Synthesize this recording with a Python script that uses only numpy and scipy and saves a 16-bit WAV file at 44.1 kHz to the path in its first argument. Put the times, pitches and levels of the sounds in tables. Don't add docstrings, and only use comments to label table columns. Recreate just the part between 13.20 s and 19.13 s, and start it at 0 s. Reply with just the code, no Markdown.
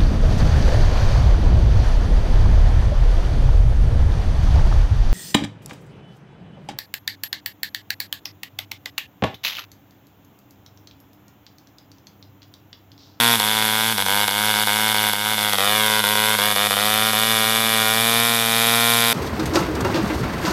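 import sys
import numpy as np
from scipy import signal
from scipy.io import wavfile
from scipy.ndimage import map_coordinates

SR = 44100
rng = np.random.default_rng(int(sys.argv[2]) if len(sys.argv) > 2 else 0)


def unload_audio(sound):
    columns = np.transpose(np.atleast_2d(sound))
    steps = np.round(np.clip(columns, -1, 1) * 32767)
    wavfile.write(sys.argv[1], SR, steps.astype(np.int16))


N = 261513
TIME = np.arange(N) / SR
CRUISE_HZ = 110

# t/s, f/Hz
SET_SPEED = [(0.0, 117.18), (0.121, 117.04), (0.23, 109.59), (0.516, 108.29), (0.699, 112.6),
             (0.875, 103.04), (1.209, 106.76), (1.687, 108.54), (1.985, 105.01), (2.12, 108.14),
             (2.421, 102.61), (2.569, 108.01), (3.124, 108.1), (3.53, 105.71), (4.09, 111.96),
             (4.23, 109.78), (4.442, 112.62), (4.673, 109.45), (4.856, 114.61), (5.097, 116.67),
             (5.263, 113.54), (5.646, 116.54), (5.93, 115.52)]
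# t/s, relative pop level/dB, cleanness (0 rough, 1 hot and clean)
COMBUSTION = [(0, 3.8, .42), (.14, 3.7, .44), (.21, -.3, .08), (.76, -.6, .15), (1.03, .5, 0),
              (1.11, -3.4, 0), (1.26, -.1, .04), (1.89, -.4, .03), (1.97, -5.3, 0), (2.12, -1.2, .08),
              (2.31, -1.7, 0), (2.46, .7, .3), (3.89, 1.1, .33), (4.69, 1.2, .62), (4.97, 2.6, .98),
              (5.24, .6, .85), (5.47, 3.1, .95), (5.93, 2.7, .97)]
# first weak stroke t/s, catching stroke t/s, deepest loss/dB, extra knock/dB, speed lost/Hz
MISFIRES = [(0.165, 0.201, 5.0, 11.2, 7.52), (0.733, 0.783, 6.6, 6.8, 11.85), (0.833, 0.864, 6.9, 5.2, 6.2),
            (0.875, 0.885, 2, 3, 0.2), (1.052, 1.083, 3.9, 10.4, 8.81), (1.102, 1.112, 2.5, 7, 0.24),
            (1.32, 1.341, 1.6, 0.4, 3.21), (1.444, 1.474, 6.0, 10.3, 7.07), (1.737, 1.747, 4.7, 6.5, 2.29),
            (1.907, 1.936, 3.0, 10.5, 4.04), (2.153, 2.182, 3.5, 3.6, 2.31),
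            (2.305, 2.335, 1.4, 11.3, 4.68), (2.365, 2.386, 4.7, 7.8, 5.08), (2.69, 2.7, 1.5, 3, 1.11),
            (2.812, 2.841, 5.2, 5.5, 7.12), (2.945, 2.955, 3.8, 6.5, 1.49), (3.16, 3.189, 4.7, 7.2, 7.77),
            (3.295, 3.305, 1.5, 1.5, 2.4), (3.333, 3.363, 5.6, 6.2, 6.84), (3.479, 3.51, 5.2, 6.4, 7.19),
            (3.549, 3.569, 3.8, 6.8, 3.77), (3.916, 3.934, 4.2, 7.5, 4.68)]
# f/Hz, level/dB
BRIGHT_SPECTRUM = [(1000, -50.5), (5000, -18.5), (8000, -1.5), (10000, 0), (11600, 7.5), (13000, -2),
                   (15500, -16)]
# cruising level/dB, slope/(dB/Hz), dB per dB of pop level
NOISE_LAW = (-25.35, .08, .68)


def amp(db):
    return 10 ** (np.asarray(db) / 20)


def unit_rms(x):
    return x / np.sqrt(np.mean(x ** 2) + 1e-20)


def curves(table, t):
    knots, *columns = np.transpose(table)
    return [np.interp(t, knots, column) for column in columns]


def waver(hz):
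    knots = np.arange(0, N / SR + 1, 1 / (2 * hz))
    return unit_rms(np.interp(TIME, knots, rng.standard_normal(len(knots))))


def colour(x, spectrum, peaks=(), size=4096):
    hz = abs(np.fft.fftfreq(size, 1 / SR))
    spectrum_hz, spectrum_db = np.transpose(spectrum)
    gain = amp(np.interp(np.log(hz + 1), np.log(spectrum_hz), spectrum_db))
    for centre_hz, width_hz, peak_db in peaks:
        gain = gain * amp(peak_db / (1 + (2 * (hz - centre_hz) / width_hz) ** 2))
    response = np.exp(signal.hilbert(np.log(gain)).conj())
    taps = np.fft.ifft(response).real
    return signal.oaconvolve(x, taps[:size // 2])[:N]


def lowpass(x, hz, order=1):
    return signal.sosfilt(signal.butter(order, hz, fs=SR, output="sos"), x)


def linger(x, hz, width_hz):
    radius = np.exp(-np.pi * width_hz / SR)
    poles = [1, -2 * radius * np.cos(2 * np.pi * hz / SR), radius ** 2]
    return signal.lfilter(poles[::-1], poles, x)


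def delayed(x, ms):
    return map_coordinates(x, [np.arange(N) - ms * SR / 1000], order=3)


def clicks(times, sizes, reach=12):
    index = np.round(times * SR).astype(int)[:, None] + np.arange(-reach, reach + 1)
    offset = index - times[:, None] * SR
    window = np.cos(np.pi * offset / (2 * reach + 2)) ** 2
    pulses = sizes[:, None] * np.sinc(offset) * window
    inside = (index >= 0) & (index < N)
    return np.bincount(index[inside], pulses[inside], N)


def bursts(times, relative_db, decay_s, spectrum):
    age = np.arange(SR // 50) / SR / decay_s
    envelope = signal.oaconvolve(clicks(times, amp(relative_db)), age * np.exp(-age))[:N]
    return unit_rms(colour(envelope * rng.standard_normal(N), spectrum))


def crank_speed(t, recovery_s=.0594):
    speed = curves(SET_SPEED, t)[0]
    for start, catch, _, _, lost_hz in MISFIRES:
        sag = np.interp(t, [start, catch], [0, 1])
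        recovery = np.exp(-np.maximum(t - catch, 0) / recovery_s)
        speed = speed - lost_hz * sag * recovery
    return speed


def level_db(law, t):
    cruise_db, db_per_hz, share = law
    return cruise_db + db_per_hz * (crank_speed(t) - CRUISE_HZ) + share * curves(COMBUSTION, t)[0]


def strokes(turns):
    times = np.interp(np.arange(1, int(turns[-1]) + 1), turns, TIME)
    loss_db, knock_db = np.zeros((2, len(times)))
    for start, catch, depth_db, hard_db, _ in MISFIRES:
        first, last = abs(times - start).argmin(), abs(times - catch).argmin()
        progress = np.linspace(0, 1, last - first + 2)[1:-1]
        loss_db[first:last] = depth_db * np.sin(np.pi * progress ** 1.02) ** .23
        knock_db[last] = hard_db
    return times, loss_db, knock_db


def propeller(turns, loss_db):
    # multiple of the crank speed, relative level/dB
    harmonics = [(2, -1.5), (3, -15.5), (4, -11.5), (6, -19)]
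    # f/Hz, level/dB
    rush_spectrum = [(25, -17), (70, -12), (150, -7), (400, -8), (1000, -6), (2000, -8), (2700, -7),
                     (3600, -2), (5000, -3), (6800, -6), (9500, -1.5), (11500, 2), (13000, -3), (15500, -9)]
    hum_law, blade_law = (-38.4, .27, .72), (-31.8, .3, .66)
    hum_db = level_db(hum_law, TIME) + .8 * waver(hz=14)
    blade_db = level_db(blade_law, TIME) + .8 * waver(hz=14)
    hiss_db = level_db(NOISE_LAW, TIME) - .74 - .32 * loss_db
    angle = 2 * np.pi * turns
    hum = np.sqrt(2) * np.sin(angle)
    blades = np.sqrt(2) * sum(amp(db) * np.cos(k * angle) for k, db in harmonics)
    throb = 1 + .05 * np.cos(2 * angle)
    rush = unit_rms(colour(rng.standard_normal(N), rush_spectrum) * throb)
    return amp(hum_db) * hum + amp(blade_db) * blades + amp(hiss_db) * rush


def knock(times, loss_db, knock_db):
    # f/Hz, level/dB
    clatter = [(200, -28), (900, -17), (2300, -11), (3400, -2), (4700, 0), (7000, -8), (9500, -8),
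               (11500, -4), (15500, -16)]
    scatter = rng.standard_normal((len(times), 3)).T
    db = level_db(NOISE_LAW, times) - 1.5 * loss_db
    ignition = bursts(times - .0027, db + 1.5 * scatter[0], decay_s=.00045, spectrum=clatter)
    slap = bursts(times - .0016, db + .88 * scatter[1], decay_s=.00053, spectrum=clatter)
    late = bursts(times + .0016, db + 3.5 * scatter[2], decay_s=.0003, spectrum=BRIGHT_SPECTRUM)
    rattles = amp(-34) * ignition + amp(-37) * slap + amp(-36) * late
    caught = knock_db > 0
    detonation = bursts(times[caught] - .003, knock_db[caught], decay_s=.00048, spectrum=clatter)
    tick = bursts(times[caught] - .0025, knock_db[caught], decay_s=.00026, spectrum=BRIGHT_SPECTRUM)
    return rattles + amp(-42) * detonation + amp(-49.5) * tick


def reflections(ports):
    # t/s, delay/ms, amplitude ratio
    hand_path = [(0, 1.12, .3), (.28, 1.17, .1), (1.14, 1.31, .25), (2.11, 1.34, .22), (2.29, 1.49, .34),
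                 (2.42, 1.59, .78), (2.55, 1.7, .72), (2.7, 1.96, .5), (3.04, 2.01, .35), (3.3, 1.69, .6),
                 (3.62, 1.605, .53), (4.12, 1.69, .49), (4.66, 1.71, .41), (5, 1.68, .19), (5.5, 1.56, .14),
                 (5.93, 1.95, .1)]
    hand_ms, strength = curves(hand_path, TIME)
    filter_lag_ms = .07
    hand = strength * delayed(lowpass(ports, hz=3060, order=2), hand_ms - filter_lag_ms)
    ground = .85 * delayed(lowpass(ports, hz=284), ms=3.844)
    return hand + ground


def exhaust_jet(times, loss_db):
    # f/Hz, level/dB
    rasp_spectrum = [(200, -25), (600, -3.5), (1500, 3.5), (2600, -2), (3500, 8), (4600, 2.5), (6500, -13),
                     (15000, -10)]
    power_db, clean = curves(COMBUSTION, times)
    fizz, grit = rng.standard_normal((2, len(times)))
    tearing_db = power_db - 1.2 * loss_db + 4 * np.minimum(fizz, 1.5)
    rasp_db = power_db - 1.1 * loss_db - 7 * clean + 1.5 * grit
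    tearing = bursts(times + .00017, tearing_db, decay_s=.00016, spectrum=BRIGHT_SPECTRUM)
    rasp = bursts(times, rasp_db, decay_s=.00058, spectrum=rasp_spectrum)
    return amp(-33) * tearing + amp(-30.8) * rasp


def exhaust_pops(times, loss_db, knock_db):
    # f/Hz, level/dB
    pop_spectrum = [(60, -41), (250, -12), (420, -1), (520, 0.5), (750, 1.5), (1200, 0.5), (2000, -1),
                    (2700, -7.5), (3300, 0), (4200, -11), (5300, -11), (6500, -22.5), (15000, -33)]
    # f/Hz, width/Hz, level/dB
    rough_peaks = [(652, 72, -11), (923, 160, 8), (1563, 300, 7.5), (1782, 30, -39), (2178, 150, 10.5),
                   (2560, 64, 5.5), (2890, 110, 9.5), (3527, 480, 12), (4540, 190, 3.5)]
    # f/Hz, width/Hz, level/dB
    clean_peaks = [(457, 66, 4.5), (550, 130, -0.5), (755, 100, 9), (1057, 30, 7.5), (1422, 51, 19),
                   (1892, 65, 9), (2375, 216, 12), (2840, 300, 0.5), (3707, 550, 11.5)]
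    scatter, jitter = rng.standard_normal((len(times), 2)).T
    power_db, clean = curves(COMBUSTION, times)
    unsteady = 1 - .65 * clean
    size = amp(power_db - loss_db - .02 * knock_db + .85 * unsteady * scatter)
    onsets = times + 1.5e-5 * unsteady * jitter
    excess_hz = curves(SET_SPEED, times)[0] - CRUISE_HZ
    thump_db = -.8 - .56 * excess_hz - 4.1 * loss_db + .62 * knock_db
    extra_bass = amp(thump_db) - 1
    pops = 0
    for share, peaks in ((1 - clean, rough_peaks), (clean, clean_peaks)):
        pulses = clicks(onsets, share * size)
        thump = lowpass(clicks(onsets, share * size * extra_bass), hz=960)
        pops = pops + colour(pulses + thump, pop_spectrum, peaks)
    return amp(-20.5) * unit_rms(linger(pops, hz=2690, width_hz=160))


def scene():
    start_turn = .78
    wander = .0016 * waver(hz=9)
    turns = start_turn + np.cumsum(crank_speed(TIME)) / SR + wander
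    times, loss_db, knock_db = strokes(turns)
    ports = exhaust_pops(times, loss_db, knock_db) + exhaust_jet(times, loss_db)
    air = propeller(turns, np.interp(TIME, times, loss_db))
    metal = knock(times, loss_db, knock_db)
    return (air + metal + reflections(ports) + ports)[None]


def record(dry, edge_hz=15550):
    taps = signal.firwin(511, edge_hz, window=("kaiser", 9), fs=SR)
    return signal.oaconvolve(dry, taps[None], "same")


dry = scene()
out = record(dry)
unload_audio(out)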